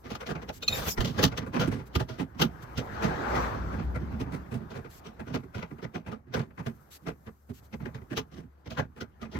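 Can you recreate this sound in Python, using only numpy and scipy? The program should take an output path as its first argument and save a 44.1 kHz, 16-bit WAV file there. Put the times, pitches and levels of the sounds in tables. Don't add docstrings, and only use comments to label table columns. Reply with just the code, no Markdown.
import sys
import numpy as np
from scipy import signal
from scipy.fft import rfft, irfft, next_fast_len
from scipy.io import wavfile
from scipy.ndimage import uniform_filter1d, map_coordinates

SR = 44100
rng = np.random.default_rng(int(sys.argv[2]) if len(sys.argv) > 2 else 0)


def file_out(sig):
    cols = np.atleast_2d(sig).T
    lim = np.clip(cols, -1, 1)
    pcm = np.round(lim * 32767).astype(np.int16)
    wavfile.write(sys.argv[1], SR, pcm)


N = 414099

# start_s, thud_db, clank_over_thud_db, rattle_over_thud_db, rise_s, t60_s
KNOCKS = [(0.038, -43.5, -2.5, -13, 0.035, 0.33), (0.101, -35.5, -1.5, -8, 0.004, 0.25),
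          (0.148, -43.0, 7, 3.5, 0.0049, 0.078), (0.202, -48.5, 12, 1, 0.011, 0.15),
          (0.262, -42, 3.5, 0, 0.013, 0.1), (0.286, -34.5, 1, -11.5, 0.033, 0.099),
          (0.35, -34.5, -2.0, -18, 0.007, 0.12), (0.414, -45.5, 1.5, -8, 0.0165, 0.13),
          (0.483, -39.5, 5.5, -2.5, 0.013, 0.11), (0.621, -48.5, 8, 12, 0.011, 0.09),
          (0.677, -38.5, -4.5, 9.5, 0.007, 0.076), (0.971, -30.5, -1, -12.5, 0.014, 0.17),
          (1.002, -26, -4, -6.5, 0.0049, 0.15), (1.044, -28.5, -6.5, -5, 0.0066, 0.2),
          (1.071, -32, -9.5, -9, 0.008, 0.25), (1.138, -32.5, -14.5, -18, 0.061, 0.16),
          (1.179, -26.5, 0.5, -9, 0.019, 0.18), (1.224, -20, -3.5, -0.5, 0.019, 0.14),
          (1.315, -35.5, -1, -15, 0.0025, 0.18), (1.371, -31.5, -1, -2, 0.013, 0.09),
          (1.399, -38.5, -4.5, -17.5, 0.027, 0.2), (1.461, -34, -7, -38, 0.012, 0.11),
          (1.531, -26.5, -4, -19.5, 0.04, 0.18), (1.592, -26, -1, -8, 0.025, 0.26),
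          (1.672, -24, -14, -35.0, 0.0098, 0.079), (1.712, -29.5, -9, -20.5, 0.013, 0.31),
          (1.789, -39, -6.5, -19, 0.013, 0.15), (1.949, -20.5, -8.5, -10.0, 0.0087, 0.12),
          (1.994, -27, -3.5, -15, 0.012, 0.13), (2.084, -37, -5.0, -11.5, 0.0098, 0.4),
          (2.184, -29.5, -6.5, -16.5, 0.032, 0.13), (2.344, -42.0, -15, -26, 0.012, 0.17),
          (2.392, -26, -3, -10.5, 0.0078, 0.23), (2.411, -21.0, -2, -1, 0.013, 0.13),
          (2.597, -45.5, -14, -27, 0.019, 0.23), (2.772, -28, -4.5, -7, 0.01, 0.14),
          (3.02, -25, -3, -15, 0.023, 0.28), (3.343, -33, -0.5, -10, 0.0188, 0.26),
          (3.719, -34.5, -7.5, -26, 0.025, 0.18), (3.787, -35.5, -5, -21, 0.012, 0.16),
          (3.945, -33.5, -3, -25, 0.018, 0.14), (3.997, -37.0, -20, -27, 0.032, 0.22),
          (4.111, -35.5, -13, -30, 0.035, 0.17), (4.196, -28, -10, -19, 0.022, 0.1),
          (4.257, -37.5, -10.5, -37, 0.01, 0.19), (4.319, -32.5, -9, -25.0, 0.027, 0.15),
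          (4.459, -48, -15, -37, 0.01, 0.19), (4.512, -30.5, -13.0, -32.0, 0.042, 0.12),
          (4.598, -36.5, -20, -47, 0.0061, 0.24), (4.701, -43.5, -0.5, -9.5, 0.019, 0.12),
          (4.738, -38.5, -3, -17.5, 0.038, 0.18), (4.842, -45.5, 2, -16.5, 0.0096, 0.16),
          (5.044, -45.5, -2.0, -6, 0.031, 0.21), (5.191, -36.5, -3, -23, 0.013, 0.13),
          (5.262, -39.5, -6.0, -17, 0.024, 0.22), (5.296, -37.5, -10, -26, 0.0206, 0.25),
          (5.337, -28, -3.0, -13, 0.0145, 0.15), (5.432, -39, -13.5, -45.5, 0.0063, 0.088),
          (5.541, -33.5, -7, -17, 0.027, 0.13), (5.577, -40.5, -3, -11, 0.004, 0.38),
          (5.622, -39, 3.5, -11, 0.0084, 0.1), (5.705, -37, -10.5, -34, 0.01235, 0.12),
          (5.779, -48.5, -0.5, -23, 0.0079, 0.22), (5.821, -36, -4, -15, 0.028, 0.12),
          (5.939, -34, -3, -15, 0.025, 0.17), (6.06, -37.5, -5, -25, 0.025, 0.17),
          (6.112, -38.5, -1.5, -16, 0.0121, 0.19), (6.266, -46.5, -15.5, -36, 0.026, 0.66),
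          (6.336, -31, 4, -5.5, 0.0087, 0.12), (6.363, -25, -7, -27, 0.0019, 0.22),
          (6.389, -35.5, -2.0, -11.5, 0.0032, 0.19), (6.501, -53.5, -3.5, -44, 0.0089, 0.14),
          (6.574, -36.5, -5.5, -22.5, 0.0305, 0.14), (6.659, -29, -8, -17, 0.0104, 0.13),
          (7.016, -49.5, -21, -28, 0.0366, 0.12), (7.063, -34, -0.5, -14.5, 0.025, 0.13),
          (7.259, -41, -4, -19.5, 0.0234, 0.1), (7.491, -34, -19.5, -44, 0.0145, 0.087),
          (7.725, -35.5, -5.5, -17.5, 0.0177, 0.1), (7.798, -36.5, -13, -29, 0.027, 0.28),
          (7.853, -33.5, -4.5, -20, 0.00292, 0.15), (7.941, -36, -7.5, -18.5, 0.013, 0.17),
          (8.013, -43, -11.5, -29, 0.0081, 0.057), (8.102, -33.5, -7, -21.5, 0.035, 0.09),
          (8.165, -35, 6, 3.5, 0.015, 0.12), (8.313, -46.5, -10.5, -13, 0.036, 0.13),
          (8.358, -42.5, -10.0, -17, 0.04, 0.15), (8.425, -46.5, -17, -37, 0.014, 0.17),
          (8.656, -39.5, -7.5, -14, 0.017, 0.12), (8.7, -41.5, 0, -5, 0.01, 0.25),
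          (8.771, -29, 1, -12.5, 0.025, 0.15), (8.96, -47, -2.5, -21, 0.0221, 0.14),
          (9.004, -35.0, -2.5, -7.5, 0.012, 0.11), (9.211, -39, -4, -13, 0.0193, 0.15),
          (9.245, -41, -6, -18.5, 0.0049, 0.13), (9.312, -46.5, -2, -6, 0.044, 0.14),
          (9.344, -32.0, -7, -21, 0.035, 0.092)]
# centre_hz, width_hz, level_db
FRAME_MODES = [(78, 23, -8), (122, 26.2, -0.5), (165, 32.2, -1.5), (222.9, 22, -1), (261.3, 26, -4),
               (377.8, 42.4, -11.5)]
# centre_hz, width_hz, level_db
SHIELD_MODES = [(437.6, 50.7, 8), (518.7, 93, 4), (632, 43, 5), (722, 64, 1), (846.4, 37.5, 4.5),
                (1020, 99, -1), (1204, 54.5, 2), (1401, 122, -1.5), (1647, 210, -4.5), (1990, 240, -5),
                (2550, 320, -9.5)]
# centre_hz, width_hz, level_db
PARTS_MODES = [(2967, 566, 2), (4050, 2200, -3.5), (5700, 820, -2), (6294, 710, -8.5), (7400, 550, -14)]
# centre_hz, width_hz, level_db
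GRIT_MODES = [(10300, 500, -6.5), (12400, 1200, -1), (14600, 1600, 0)]
# start_s, short_modes_db, long_modes_db, attack_s
PINGS = [(.619, -33, -32.5, 0.0096), (.678, -15.5, -25.5, 0.0035), (.715, -38.5, -21, .012)]
# pitch_hz, level_db, t60_s
SHORT_MODES = [(2570, -2, 0.055), (4180, 7.5, 0.046), (6080, -2, 0.039), (1190, -20, 0.0589)]
# pitch_hz, level_db, t60_s
LONG_MODES = [(3710, 2, 0.11), (2473, -6.5, 0.13), (7200, -11.5, 0.18), (4100, -8.5, .1)]
# time_s, scrape_db, sizzle_db
SLIDE = [(.69, -46, -49.5), (.77, -35.5, -37.5), (.825, -36, -45.5), (.855, -40, -42.5), (.888, -30.5, -33),
         (.92, -55.5, -34), (.95, -63.5, -50.5)]
# frequency_hz, density_db_per_hz
SCRAPE_SPECTRUM = [(240, -30), (450, 0.5), (1300, -7.5), (2100, -12), (3400, -13), (5000, -16.5),
                   (8000, -40)]
# frequency_hz, density_db_per_hz
SIZZLE_SPECTRUM = [(1500, -21), (3500, -9), (5900, 1), (8900, -15), (10900, -9), (14000, 2.5),
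                   (16000, -12.5)]
# start_s, end_s, level_db
SWISHES = [(0.531, 0.587, -53.5), (1.862, 1.883, -58.5), (2.623, 2.641, -54), (4.9, 4.998, -57),
           (6.912, 6.974, -51.5), (7.539, 7.599, -59), (7.63, 7.671, -66.5)]
# frequency_hz, density_db_per_hz
SWISH_SPECTRUM = [(500, -30), (1470, -8), (2500, -7.5), (2700, -6), (3630, -6), (7830, -7.5), (9220, -18),
                  (12900, -4), (16000, -15.5)]
# time_s, engine_drone_db, tyre_roar_db, hiss_db
ROAD = [(0.0, -61, -64.5, -70.5), (0.31, -52, -49, -77), (0.57, -51, -59, -72.5), (0.83, -43, -54.5, -55.5),
        (1.28, -50, -54, -76), (2.25, -57.5, -59.5, -77.5), (2.7, -48, -48.5, -70.5),
        (3.2, -41, -31, -65.5), (3.45, -37.5, -30, -60.5), (3.62, -39, -42, -72),
        (3.95, -37.5, -46.5, -73.5), (5.1, -58.5, -58.5, -77.5), (5.86, -65.5, -61.5, -76.5),
        (6.33, -59, -71, -89), (6.75, -63, -61, -70.5), (7.4, -69.5, -70, -76.5), (7.85, -58, -62.5, -71),
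        (8.47, -68.5, -67, -83.5), (9.15, -63.5, -65.5, -83), (9.39, -46, -57, -80.5)]
# time_s, pitch_hz, level_db
ENGINE = [(3.1, 60, -53), (3.47, 59, -31.5), (3.55, 58.4, -52), (3.62, 59.2, -29.5), (3.78, 62.8, -44.5),
          (3.88, 62.6, -27.5), (4.05, 69.4, -36.5), (4.3, 71.5, -43), (4.7, 70.4, -58)]
# frequency_hz, density_db_per_hz
LOW_SPECTRUM = [(18, -38), (30, -15.5), (60, -3), (90, -4.5), (180, -9.5), (400, -21), (800, -72.5)]
# frequency_hz, density_db_per_hz
ROAR_SPECTRUM = [(120, -32), (200, -4), (355, -4.5), (581, -4.5), (839, -1), (983, -3.5), (1540, -8.5),
                 (2640, -23), (6140, -32), (9000, -48.5), (11700, -78.5), (19800, -120)]
# frequency_hz, density_db_per_hz
HISS_SPECTRUM = [(2000, -42), (3500, -10.5), (6000, -3.5), (8000, -6.5), (10000, -9.5), (13300, 3.5),
                 (16000, -11)]
# time_s, peak_db, width_s
PUFF = (1, -19, 0.0068)
# frequency_hz, lead_rad
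LEFT_LEAD = [(0, 0), (340, .3), (1030, 3.6), (2670, 9.6), (5000, 13.7), (11000, 40), (16000, 29)]
# frequency_hz, difference_db
LEFT_LEAN = [(60, 0), (110, -5), (200, -6), (380, -8), (700, -2), (1290, 7.5), (2380, 7), (4400, -3),
             (8120, 7), (11500, 4.5), (16000, -2.5)]
# frequency_hz, likeness_0_to_1
LIKENESS = [(60, 0.85), (150, 1), (300, 0.81), (600, 0.42), (1400, 0.22), (2500, 0.2), (4500, 0.2),
            (8000, 0.11)]

GRIT_DB, GRIT_DB_PER_DB = -7.5, 1.25
BOOM_DB, BOOM_RISE_S, BOOM_T60_S = -7, 0.024, 0.4
RUMBLE_DB = -4
TOP_HZ = 15900


def amp(db):
    return 10 ** (np.asarray(db) / 20)


def unit(x):
    return x / np.sqrt(np.mean(x ** 2) + 1e-20)


def along(points, hz):
    frequency, value = np.transpose(points)
    return np.interp(np.log(hz + 1), np.log(frequency + 1), value)


def curves(rows):
    time, *columns = np.transpose(rows)
    return [np.interp(np.arange(N) / SR, time, column) for column in columns]


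def wobble(rate):
    knots = rng.standard_normal(int(N * rate / SR) + 4)
    return map_coordinates(knots, [np.arange(N) * rate / SR])


def smooth_twice(x, size):
    return uniform_filter1d(uniform_filter1d(x, size=size), size=size)


def filtered(x, response):
    m = next_fast_len(x.shape[-1] + SR // 4)
    spectrum = rfft(x, m) * response(np.fft.rfftfreq(m, 1 / SR))
    return irfft(spectrum, m)[..., :x.shape[-1]]


def rush(spectrum, patchy_db):
    cells = signal.stft(rng.standard_normal((2, N)), nperseg=512)[2]
    field = uniform_filter1d(rng.standard_normal(cells.shape[1:]), 6, 0)
    field = uniform_filter1d(field, 8, 1)
    pair = signal.istft(cells * amp(patchy_db * unit(field)), nperseg=512)[1][:, :N]
    return unit(filtered(pair, lambda hz: amp(along(spectrum, hz))))


def resonant_body(hz, modes, gains_db):
    total = 0
    for k, (centre, width, db) in enumerate(modes):
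        damping = 1j * hz * width
        strength = (-1) ** k * amp(db + gains_db[:, k, None])
        total = total + strength * damping / (centre ** 2 - hz ** 2 + damping)
    return total


def chatter(modes, level_db, quick, stretch, step_db, grain_db, spread_db):
    start_s, rise, t60 = np.transpose(KNOCKS)[[0, 4, 5], :, None]
    lead = SR // 20
    t = (np.arange(SR // 4) - lead) / SR

    top = rise * quick
    swell_db = step_db * (1 - t / top)
    fall_db = -60 * (np.abs(t - top) / (t60 * stretch)) ** 1.03
    blow = amp(np.where(t < top, swell_db, fall_db))
    onset = 1 - np.exp(-(np.clip(t, 0, None) / 0.0028) ** 2)
    lead_in = amp(step_db - 10 + 60 * np.clip(t, None, 0) / 0.056)
    envelope = blow * onset + (1 - onset) * lead_in

    size = (len(start_s), len(t))
    lumps = unit(uniform_filter1d(rng.standard_normal(size), size=64))
    bunches = unit(uniform_filter1d(rng.standard_normal(size), size=300))
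    push = envelope * amp(grain_db * lumps + 1.6 * bunches) * rng.standard_normal((2, *size))
    gains_db = rng.normal(0, spread_db, (len(start_s), len(modes)))
    rung = filtered(push, lambda hz: resonant_body(hz, modes, gains_db))

    energy_root = np.linalg.norm(envelope, axis=1)[:, None]
    rung *= amp(level_db)[:, None] * energy_root / np.linalg.norm(rung, axis=2, keepdims=True)
    out = np.zeros((2, N + SR))
    for k, at in enumerate(np.round(start_s[:, 0] * SR).astype(int)):
        out[:, at:at + len(t)] += rung[:, k]
    return out[:, lead:lead + N]


def carrier():
    _, thud_db, clank_db, rattle_db, _, _ = np.transpose(KNOCKS)
    grit_db = GRIT_DB + GRIT_DB_PER_DB * (thud_db + rattle_db)
    thud = chatter(FRAME_MODES, thud_db,
                   quick=1.05, stretch=0.86, step_db=-4, grain_db=2.5, spread_db=3)
    clank = chatter(SHIELD_MODES, thud_db + clank_db,
                    quick=0.91, stretch=0.8, step_db=-4, grain_db=3, spread_db=2.5)
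    rattle = chatter(PARTS_MODES, thud_db + rattle_db,
                     quick=0.85, stretch=0.65, step_db=-6.5, grain_db=2, spread_db=1)
    grit = chatter(GRIT_MODES, grit_db,
                   quick=0.77, stretch=0.69, step_db=-5.5, grain_db=2.0, spread_db=1.5)
    return thud + clank + rattle + grit


def boom():
    start_s, thud_db, _, _, rise, _ = np.transpose(KNOCKS)
    t = np.arange(SR // 2) / SR
    at = np.round(np.abs(start_s + rise - BOOM_RISE_S) * SR).astype(int)
    blow_power = np.bincount(at, amp(thud_db + BOOM_DB) ** 2, minlength=N)
    swell = (1 - np.exp(-(t / BOOM_RISE_S) ** 2)) * amp(-60 * t / BOOM_T60_S)
    power = np.abs(signal.fftconvolve(blow_power, swell ** 2)[:N])
    return np.sqrt(power) * rush(LOW_SPECTRUM, patchy_db=2.5)


def spring():
    out = np.zeros((2, N))
    t = np.arange(SR // 4) / SR
    quarter_turn = np.array([[0], [0.25]])
    for start_s, short_db, long_db, attack in PINGS:
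        onset = 1 - np.exp(-(t / attack) ** 2)
        for db, modes in ((short_db, SHORT_MODES), (long_db, LONG_MODES)):
            for hz, level_db, t60 in modes:
                swing, bend = unit(smooth_twice(rng.standard_normal((2, len(t))), 220))
                decay = amp(db + level_db + 2.9 * swing - 60 * t / t60)
                cycles = hz * t + 0.092 * bend + quarter_turn
                ring = decay * np.sin(2 * np.pi * cycles)
                out[:, round(start_s * SR):][:, :len(t)] += ring * onset
    return out


def hand():
    t = np.arange(N) / SR
    sliding = (t > SLIDE[0][0]) & (t < SLIDE[-1][0])
    scrape_db, sizzle_db = curves(SLIDE)
    rumble = amp(RUMBLE_DB) * rush(LOW_SPECTRUM, patchy_db=-1.5)
    scrape = rush(SCRAPE_SPECTRUM, patchy_db=1.5) + rumble
    sizzle = rush(SIZZLE_SPECTRUM, patchy_db=4.5)
    return sliding * (amp(scrape_db + 1.5 * wobble(53)) * scrape + amp(sizzle_db) * sizzle)


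def swishes():
    t = np.arange(N) / SR
    gate = sum(amp(db) * ((t > start) & (t < end)) for start, end, db in SWISHES)
    return smooth_twice(gate, 700) * rush(SWISH_SPECTRUM, patchy_db=1.7)


def puff():
    time, peak_db, width = PUFF
    u = ((np.arange(N) / SR - time) / width) ** 2
    return np.outer([0, 1], amp(peak_db) * (1 - u) * np.exp(-u / 2))


def road():
    drone_db, roar_db, hiss_db = curves(ROAD)
    hz, tone_db = curves(ENGINE)
    flutter_db = 1.5 * wobble(9.8)
    phase = 2 * np.pi * np.cumsum(hz) / SR + 0.3 * wobble(12)
    tone = amp(tone_db + 2.2 * wobble(22)) * np.sin(phase)
    drone = amp(drone_db + flutter_db) * rush(LOW_SPECTRUM, patchy_db=0.5)
    roar = amp(roar_db + flutter_db) * rush(ROAR_SPECTRUM, patchy_db=2.1)
    hiss = amp(hiss_db + 1.5 * wobble(42)) * rush(HISS_SPECTRUM, patchy_db=1.0)
    return tone + drone + roar + hiss


def two_microphones(shared, other):
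    side = np.array([[0.5], [-0.5]])

    def mix_angle(hz):
        return np.arccos(np.clip(along(LIKENESS, hz), 0, 1)) / 2

    def port(hz):
        lead = np.interp(hz, *np.transpose(LEFT_LEAD))
        return amp(side * along(LEFT_LEAN, hz)) * np.exp(1j * side * lead)

    alike = filtered(shared, lambda hz: port(hz) * np.cos(mix_angle(hz)))
    unlike = filtered(other, lambda hz: 2 * side * port(hz) * np.sin(mix_angle(hz)))
    return alike + unlike


def scene():
    shared, other = carrier() + boom() + spring() + hand() + swishes() + road()
    return two_microphones(shared, other) + puff()


def record(dry):
    return filtered(dry, lambda hz: hz < TOP_HZ)


dry = scene()
out = record(dry)
file_out(out)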